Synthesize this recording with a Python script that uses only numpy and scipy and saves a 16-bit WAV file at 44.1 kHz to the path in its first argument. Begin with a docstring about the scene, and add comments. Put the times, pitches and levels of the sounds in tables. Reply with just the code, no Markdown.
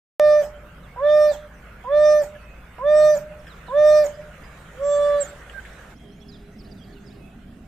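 """Over a low rumble of bush air, we come in on a wild dog in mid-hoot, lying in dry grass, muzzle low. It hoots
six times: its vocal folds tighten into an arched, nearly pure tone with a thin reedy edge, then let go with a
puff and nasal squeaks. The bush echoes it; small birds call and dry stalks snap. After the softer last hoot it
whines and sits up in a faint swell of rustling. At about 5.9 s the background quickly gives way to a stiller
bed under the small birds and a far dove."""
import sys
import numpy as np
from scipy import signal
from scipy.fft import rfft, irfft, next_fast_len
from scipy.io import wavfile
from scipy.ndimage import uniform_filter1d

SR = 44100
rng = np.random.default_rng(int(sys.argv[2]) if len(sys.argv) > 2 else 0)


def unload_wav(signal):
    """Save mono or channel-first audio to the path in sys.argv[1] as 16-bit WAV at rate SR, clipped to [-1, 1]."""
    wavfile.write(
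        sys.argv[1],
        SR,
        np.round(np.clip(np.atleast_2d(signal).T, -1, 1) * 32767).astype(np.int16),
    )


N = 338247
TIME = np.arange(N) / SR

# noise colours of the bed (air under the hoots, the stiller bed after 5.9 s, drone, rustle): f/Hz, level/dB
AIR_COLOUR = [(20, -5), (50, 4), (85, -7), (170, -3), (260, -12.5), (360, -15.5), (550, -12), (900, -18.5),
              (1400, -11), (1900, -19), (2700, -22.5), (4000, -37), (6500, -40.5), (15000, -42)]
STILL_COLOUR = [(20, -3), (52, 6), (90, -6), (210, 3), (320, -10.5), (510, -18.5), (720, -14.5), (900, -27),
                (1500, -21.5), (2200, -27.5), (3200, -29.5), (4500, -39.5), (8000, -41.5), (15000, -46.5)]
DRONE_COLOUR = [(90, -46), (135, -10.5), (160, -3.5), (190, -15.5), (300, -43.5), (900, -81)]
RUSTLE_COLOUR = [(200, -7.5), (550, 5), (1100, -8.5), (1750, 3.5), (2500, -11), (3400, -8.5), (5000, -21),
                 (7000, -14.5), (9200, -18.5), (10300, -28.5), (15000, -29.5)]
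# fader rides (the later, stiller bed, drone coming and going, rustle as the dog gets up): t/s, level/dB
STILL_RIDE = [(5.9, 1), (6.8, 2.5), (7.2, 3), (7.45, 0.5), (7.67, 1)]
DRONE_RIDE = [(.7, -57.5), (.9, -47.5), (1.1, -68.5), (2.6, -66), (3.0, -49), (3.8, -53), (4.2, -53.5),
              (5.9, -71)]
RUSTLE_RIDE = [(0, -70), (2.7, -66), (3.9, -51.5), (4.3, -54), (4.8, -50), (5.25, -44), (5.45, -49.5),
               (5.9, -50.5)]
# stereo placement of the early bed, the later stiller bed and the voice: f/Hz, left minus right/dB
AIR_PAN = [(60, 0.0), (150, 0.0), (380, -2), (950, -1.5), (2380, -5), (5980, -6), (15000, -2.5)]
STILL_PAN = [(60, 0.0), (180, -1.5), (550, -3.5), (1650, -5), (4970, -5), (15000, 0)]
VOICE_PAN = [(600, -3.0), (1200, -3.6), (1800, -7), (2400, -10), (3600, -10), (5400, -13), (7500, -11),
             (13000, -7)]
# noise image, mono in the bass and wide on top: f/Hz, left-right correlation
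CORRELATION = [(100, 1), (200, 1), (400, 0.84), (1000, 0.73), (2000, 0.49), (5000, 0.11), (12000, 0.087)]
# dry stalks snapping: t/s, level/dB, time to fall 20 dB/s
STALK_SNAPS = [(2.35, -43.5, 0.046), (3.468, -43, 0.043), (5.495, -41.5, 0.028), (5.595, -49, 0.051),
               (5.65, -45, 0.061)]
# noise colours of a snap, the throat's opening tick and the closing puff: f/Hz, level/dB
SNAP_COLOUR = [(500, -38), (1200, -33), (1650, 13.5), (2300, 2), (3200, 2), (4500, -28), (12000, -25)]
TICK_COLOUR = [(200, -19.5), (750, 4.5), (1400, -13), (3000, -30.5), (16000, -54.5)]
PUFF_COLOUR = [(300, -7), (600, -1), (800, 5), (1100, -11), (1800, -7), (3000, -20.5), (4500, -23.5),
               (5700, -17), (7200, -15.5), (8200, -15.5), (9300, -37), (14000, -20), (16000, -34)]
# reverb tail of the bush: f/Hz, time to fall 60 dB/s
BUSH_DECAY = [(300, 1.0), (600, 0.77), (1800, 0.28), (5000, 0.36), (12000, 0.36)]
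# slapback off nearby banks and trunks: delay/s, level/dB
SLAPBACKS = [(.043, -32.5), (.088, -37.5), (.15, -31), (.27, -41.5)]
# a bird's down-slurs, steep and then flattening: t/s, length/s, top f/Hz, level/dB
DOWN_SLURS = [(0.821, .06, 4130, -63.5), (1.047, 0.075, 4110, -50), (1.16, 0.027, 5550, -50.5),
              (1.268, 0.11, 5260, -50), (3.376, .045, 6700, -67), (3.465, 0.036, 5930, -62),
              (3.489, 0.059, 4430, -56), (3.657, 0.065, 4500, -57), (6.279, 0.034, 5620, -51.5),
              (6.302, 0.079, 4670, -56), (6.58, 0.048, 5770, -56), (6.709, 0.025, 5260, -54),
              (6.757, 0.068, 4200, -64), (6.83, 0.027, 5150, -60), (6.921, .03, 4770, -59.5),
              (6.95, .049, 3100, -60), (7.055, 0.048, 5800, -58)]
# its up-slurs: t/s, starting f/Hz, level/dB
UP_SLURS = [(5.95, 4740, -66.5), (6.105, 5000, -68), (6.195, 4900, -66), (6.64, 3700, -62),
            (7.095, 3280, -62)]
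# nearly flat piping notes: t/s, length/s, f/Hz, level/dB
PIPING_NOTES = [(0.53, 0.06, 3130, -61), (1.529, 0.035, 6100, -68), (2.359, 0.28, 2600, -57.5),
                (4.127, .053, 5000, -63.5), (4.425, .055, 4950, -62.5), (5.926, 0.28, 3290, -64),
                (6.205, 0.042, 3340, -56), (6.801, 0.043, 3280, -55), (7.186, 0.13, 2600, -59)]
# a far dove's coos: t/s, length/s, level/dB
DOVE_COOS = [(6.021, 0.12, -53.5), (6.202, 0.19, -57), (6.379, .18, -58), (6.599, 0.17, -54),
             (6.763, 0.39, -58), (7.0, 0.33, -56.5)]
# hoots: t/s, length/s, f/Hz, level/dB, scoop/s, release/s, treble trim/dB, squeak/dB, echo send/dB
DOG_HOOTS = [(0.05, 0.37, 600.7, -12, .05, 0.072, -2.5, -58, 0.5),
             (0.959, 0.358, 602.7, -12.3, 0.052, 0.049, 0, -48.5, -1.5),
             (1.839, 0.38, 603.7, -12, 0.056, 0.095, 0, -49, -2),
             (2.781, .372, 608, -11.9, .053, .19, 2.5, -43, 1),
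             (3.68, .363, 606, -11, .052, .2, 0.5, -41, 2),
             (4.74, 0.486, 581.3, -18, .056, 0.066, 1.5, -49, -0.5)]
# throat EQ on the overtones, jaws open and nearly shut: f/Hz, level/dB, change across a hoot/dB
JAWS_OPEN = [(1520, -1.5, -1.5), (1800, -24, -3.5), (2395, -38, 7), (3020, -51.5, -1), (3480, -29, -8.5),
             (3720, -42, 1), (5300, -47, 14.5), (5470, -37, 10), (6240, -44.5, 18), (6200, -51.5, -5.5),
             (7630, -66.5, 4.5), (7890, -44, 16.5), (9060, -69.5, -2), (11500, -56, 21.5),
             (15000, -79.5, 15)]
JAWS_SHUT = [(1730, -28.5, 11), (2300, -43, 7), (2980, -48.5, 24), (3500, -32.5, 3), (4020, -48.5, 19),
             (5240, -49, -0.5), (5750, -46, -28), (6500, -40, -42), (6800, -56, 6), (7576, -33, -62),
             (8100, -44, -7.5), (9500, -72.5, 1), (15000, -66, -13)]
# overtone EQ as the folds part near the end of a hoot: f/Hz, level/dB
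PARTING_EQ = [(1200, -19), (1800, 1), (3600, -9), (4700, 6.5), (5800, -5), (8000, -2.5), (13000, -1.5)]
# two nasal squeaks per hoot: delay from its end/s, length/s, from f/Hz, to f/Hz, trim/dB
NASAL_SQUEAKS = [(-.002, .013, 7640, 7280, -2.5), (0.013, .016, 6950, 6780, 1.5)]
# longer nasal whines as the dog stops calling: t/s, length/s, from f/Hz, to f/Hz, level/dB
NASAL_WHINES = [(5.201, 0.039, 7680, 7510, -28), (5.22, 0.052, 7200, 6970, -43.5),
                (5.264, 0.053, 7650, 7460, -49), (5.529, 0.071, 1625, 1544, -39.5),
                (5.574, 0.031, 1547, 1576, -37)]

# the folds start slack, low and quiet, then tighten; loudness settles sooner than pitch
SLACK_HZ, SLACK_DB, PITCH_STEEPNESS, LEVEL_STEEPNESS = 484, -34.5, 3.2, 3.6
# breath runs out: pitch and level sag, and the pitch hooks down as the folds part and let go
SAG_S, SAG_SHARE, SAG_DB = 0.044, 0.018, -6.5
HOOK_S, HOOK_SHARE, PARTING_S, PARTING_BLUR_S = 0.012, 0.043, 0.041, 0.01
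# the octave swells through the hoot; with open jaws it speaks early, lifted by a mouth resonance
OCTAVE_DB, OCTAVE_SWELL_DB, OCTAVE_SLACK_DB = -33.5, 8, -2.5
MOUTH_HZ, MOUTH_WIDTH_HZ, MOUTH_DB = 1034, 65, 9.5
TREBLE_HZ, OVERTONE_STOP_DB_PER_S = 4500, 499.5


def amp(db):
    """Decibels to gain."""
    return 10 ** (np.asarray(db) / 20)


def unit(x):
    """Scales to rms 1."""
    return x / np.sqrt(np.mean(x ** 2) + 1e-20)


def read(points, hz):
    """A curve's value at hz, on a log-frequency axis."""
    f, value = np.transpose(points)
    return np.interp(np.log(hz + 1), np.log(f + 1), value)


def fader(ride):
    """A fader ride as a gain for every sample."""
    return amp(np.interp(TIME, *np.transpose(ride)))


def add(mix, s, sound):
    """Mixes a sound in at time s."""
    part = mix[..., max(round(s * SR), 0):][..., :sound.shape[-1]]
    part += sound[..., :part.shape[-1]]


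def pan(side_db):
    """Left and right gains for a level difference, with mean 1."""
    ratio = amp(np.atleast_1d(side_db))
    return 2 * np.array([ratio, np.ones_like(ratio)]) / (1 + ratio)


def pan_bands(x, placement):
    """Pans a stereo sound band by band."""
    return irfft(rfft(x) * pan(read(placement, np.fft.rfftfreq(N, 1 / SR))), N)


def drift(size, rate_hz):
    """Smooth random wander, rms about 1."""
    length = next_fast_len(size + 4096)
    hz = np.fft.rfftfreq(length, 1 / SR)
    return unit(irfft(rfft(rng.standard_normal(length)) / (1 + (hz / rate_hz) ** 4), length))[:size]


def noise(colour, patchy_db):
    """Coloured stereo noise: steady mono bass under a wide, flickering treble."""
    frames, hz = N // 512 + 5, np.fft.rfftfreq(2048, 1 / SR)
    a, b, c, d, patches = rng.standard_normal((5, frames, len(hz)))
    patches = uniform_filter1d(uniform_filter1d(patches, size=5, axis=0), size=14, axis=1)
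    patches = unit(patches) * hz / (hz + 900)
    common = read(CORRELATION, hz)
    left = a + 1j * b
    right = common * left + np.sqrt(1 - common ** 2) * (c + 1j * d)
    spectra = np.array([left, right]) * amp(read(colour, hz) + patchy_db * patches)
    return unit(signal.istft(spectra.swapaxes(1, 2), nperseg=2048, noverlap=1536)[1][:, :N])


def bursts(rows, colour, rise_s):
    """Short hits of coloured noise that rise and die away."""
    envelope, t = np.zeros(N), np.arange(SR // 3) / SR
    for s, db, decay in rows:
        shape = (1 - np.exp(-t / rise_s)) ** 2 * amp(-20 * t / decay)
        add(envelope, s, amp(db) * shape / shape.max())
    return envelope * noise(colour, patchy_db=5.5)


def whistles(rows, waver, waver_hz):
    """Gliding, slightly unsteady sine notes."""
    out = np.zeros(N)
    for s, length, from_hz, to_hz, db in rows:
        size = int(length * SR)
        hz = 1 / np.linspace(1 / from_hz, 1 / to_hz, size) * (1 + waver * drift(size, waver_hz))
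        envelope = amp(db) * np.sqrt(2) * signal.windows.tukey(size, .7)
        add(out, s, envelope * np.sin(2 * np.pi * np.cumsum(hz) / SR))
    return out


def falling(s, length, hz, db, octaves_per_s):
    """A row for whistles() that slides down in pitch."""
    return s, length, hz, hz * 2 ** (-octaves_per_s * length), db


def air_bed(air_db=-45.5, hum_hz=54, hum_db=-50, still_db=-45, still_s=5.935, crossfade_s=0.031):
    """Air, a wavering low hum, a drone and rustling, giving way quickly to a second, stiller noise bed."""
    hum_gain = amp(hum_db) * np.sqrt(2) * (1 + 0.29 * drift(N, 5.4))
    hum = hum_gain * np.sin(2 * np.pi * hum_hz * TIME + 0.53 * drift(N, 1.4))
    air = amp(air_db) * noise(AIR_COLOUR, patchy_db=5.0)
    drone = fader(DRONE_RIDE) * noise(DRONE_COLOUR, patchy_db=2.5)
    rustle = fader(RUSTLE_RIDE) * noise(RUSTLE_COLOUR, patchy_db=4.5)
    still = amp(still_db) * fader(STILL_RIDE) * noise(STILL_COLOUR, patchy_db=4.5)
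    early = pan_bands(air + hum + drone + rustle, AIR_PAN)
    fade = np.clip((TIME - still_s) / crossfade_s + .5, 0, 1)
    return np.sqrt(1 - fade) * early + np.sqrt(fade) * pan_bands(still, STILL_PAN)


def bush_reverb(send, predelay_s=0.032, correlation=0.96, echoes_per_s=1500):
    """Scattered echoes from trunks and banks, the lows ringing longest."""
    taps = rng.standard_normal((3, SR)) * (rng.random((3, SR)) < echoes_per_s / SR)
    taps *= TIME[:SR] > predelay_s
    taps = np.sqrt(correlation) * taps[2] + np.sqrt(1 - correlation) * taps[:2]
    hz, t, spectra = signal.stft(taps, SR, nperseg=256)
    t60 = read(BUSH_DECAY, hz)[:, None]
    tail = signal.istft(spectra * amp(-60 * t / t60), SR, nperseg=256)[1]
    return signal.fftconvolve(send[None], tail / np.linalg.norm(tail[0]), axes=1)[:, :N]


def twitter(count=26, span_s=(6.05, 7.15), low_hz=3600, high_hz=6600, shortest_s=.035, db=-72):
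    """Rows for a flock's faint, loosely spaced chirps, each sweeping up or down."""
    when, length, pitch, sweep = rng.random((count, 4)).T
    hz = low_hz + (high_hz - low_hz) * pitch
    times = np.interp(np.arange(count) + when, (0, count), span_s)
    octaves = 0.39 * (2 * sweep - 1)
    return np.transpose([times, shortest_s * (1 + length), hz, hz * 2 ** octaves, np.full(count, db)])


def birds(echo_db=-6, period_s_per_s=0.0014, rise_s=.042, rise_ratio=1.3, coo_hz=408):
    """Small birds whistle and a dove coos, far enough off to be smeared by echo."""
    notes = [(s, length, hz, 1 / (1 / hz + period_s_per_s * length), db)
             for s, length, hz, db in DOWN_SLURS]
    notes += [(s, rise_s, hz, hz * rise_ratio, db) for s, hz, db in UP_SLURS]
    notes += [falling(*row, octaves_per_s=0.18) for row in PIPING_NOTES]
    coos = [falling(s, length, coo_hz, db, octaves_per_s=0.19) for s, length, db in DOVE_COOS]
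    song = whistles([*notes, *twitter()], waver=0.019, waver_hz=300)
    song += whistles(coos, waver=0.014, waver_hz=29.6)
    return pan(-11) * song + amp(echo_db) * bush_reverb(song)


def stalks():
    """Dry stalks snap with a sharp, midrange crack."""
    return bursts(STALK_SNAPS, SNAP_COLOUR, rise_s=0.00033)


def hoot(length, top_hz, db, scoop_s, release_s, treble_db, jaws,
         attack_s=0.016, jitter=.0018, shimmer=0.034, flutter_db=4.0, reedy_db=0.86, breath_db=-50):
    """Vocal folds tighten, swing almost as a sine and let go; a slowly shifting throat EQs the edge."""
    t = np.arange(0, length + release_s, 1 / SR)
    remaining_s, overrun_s = np.maximum(length - t, 0), np.maximum(t - length, 0)
    slack = 1 / (1 + (t / scoop_s) ** LEVEL_STEEPNESS)
    scoop = 1 / (1 + (t / scoop_s) ** PITCH_STEEPNESS)
    sag = np.exp(-remaining_s / SAG_S)
    hook = np.exp(-((t - length) / HOOK_S - 1) ** 2)
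    parted = 1 / (1 + np.exp((remaining_s - PARTING_S) / PARTING_BLUR_S))
    progress = np.minimum(t / length, 1) - .5
    hz = (top_hz + (SLACK_HZ - top_hz) * scoop) * (1 - SAG_SHARE * sag - HOOK_SHARE * hook)
    effort_db = db + SLACK_DB * slack + SAG_DB * sag
    phase = 2 * np.pi * np.cumsum(hz * (1 + jitter * drift(len(t), 60))) / SR
    stereo_phase = phase + 2 * np.pi * hz * np.array([[.0001], [0]])  # left leads by 0.1 ms
    voice = pan(read(VOICE_PAN, hz)) * amp(effort_db) * np.cos(stereo_phase)
    mouth = np.exp(-((2 * hz - MOUTH_HZ) / MOUTH_WIDTH_HZ) ** 2)
    onset_db = OCTAVE_SLACK_DB * slack + MOUTH_DB * mouth if jaws is JAWS_OPEN else SLACK_DB * slack
    octave_db = OCTAVE_DB + OCTAVE_SWELL_DB * progress + onset_db + parted * read(PARTING_EQ, 2 * top_hz)
    voice += pan(read(VOICE_PAN, 2 * hz)) * amp(octave_db) * np.cos(2 * stereo_phase)
    throat = np.array(jaws)
    choke_db = OVERTONE_STOP_DB_PER_S * np.maximum(t - length + HOOK_S, 0)
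    for k in range(3, 26):
        # higher overtones enter later and flutter more; all choke as the folds let go
        source_db = effort_db + reedy_db - (9 + 6 * k) * scoop + parted * read(PARTING_EQ, k * top_hz)
        source_db += treble_db * (k * top_hz > TREBLE_HZ) - choke_db
        throat_db = read(throat[:, :2], k * hz) + progress * read(throat[:, ::2], k * hz)
        partial_db = source_db + throat_db + flutter_db * np.tanh((k - 2) / 4) * drift(len(t), 13)
        partial = amp(partial_db) * np.cos(k * phase + 2 * np.pi * rng.random())
        voice += pan(read(VOICE_PAN, k * hz)) * partial
    # a little air leaks through the folds on each swing
    voice += pan(-8.5) * amp(effort_db + breath_db) * (1 + np.cos(phase)) * drift(len(t), 1300)
    envelope = np.minimum(t / attack_s, 1) * np.exp(-np.log(1000) * overrun_s / release_s)
    return np.sqrt(2) * voice * envelope * (1 + shimmer * drift(len(t), 98))


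def dog(tick_db=-30, tick_decay_s=0.02, puff_db=-27, puff_lead_s=.018, puff_decay_s=0.055,
        reverb_db=-28.5):
    """Five open-jawed hoots and a near-shut one, each with a throat tick, a puff and squeaks, in echo."""
    voice, send, slapback = np.zeros((2, N)), np.zeros(N), np.zeros(N)
    ticks, puffs, squeaks = [], [], []
    jaw_shapes = [JAWS_OPEN] * (len(DOG_HOOTS) - 1) + [JAWS_SHUT]
    for row, jaws in zip(DOG_HOOTS, jaw_shapes):
        start, length, hz, db, scoop_s, release_s, treble_db, squeak_db, send_db = row
        sound = hoot(length, hz, db, scoop_s, release_s, treble_db, jaws)
        add(voice, start, sound)
        add(send, start, amp(send_db) * sound.mean(0))
        end = start + length
        ticks.append((start, db + tick_db, tick_decay_s))
        puffs.append((end - puff_lead_s, db + puff_db, puff_decay_s))
        squeaks += [(end + delay, *glide, squeak_db + trim) for delay, *glide, trim in NASAL_SQUEAKS]
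    muzzle = pan(-13.5) * whistles(squeaks + list(NASAL_WHINES), waver=0.0054, waver_hz=400)
    muzzle += pan(-5.5) * bursts(puffs, PUFF_COLOUR, rise_s=0.041)
    muzzle += pan(-5.5) * bursts(ticks, TICK_COLOUR, rise_s=0.0011)
    send += muzzle.mean(0)
    dark_send = signal.lfilter(*signal.butter(1, 1500, fs=SR), send)
    for delay, db in SLAPBACKS:
        add(slapback, delay, amp(db) * dark_send)
    return voice + muzzle + pan(-2.2) * (slapback + amp(reverb_db) * bush_reverb(send))


def scene():
    """The dog up front, with birds, stalks and the air bed behind."""
    return dog() + birds() + stalks() + air_bed()


def record(dry, start_s=0.1975, cutoff_hz=15400):
    """A hard cut in, mid-hoot, then a steep low-pass."""
    lowpass = signal.firwin(511, cutoff_hz, window=("kaiser", 9), fs=SR)
    return signal.oaconvolve(dry * (TIME >= start_s), lowpass[None], "same")


dry = scene()
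out = record(dry)
unload_wav(out)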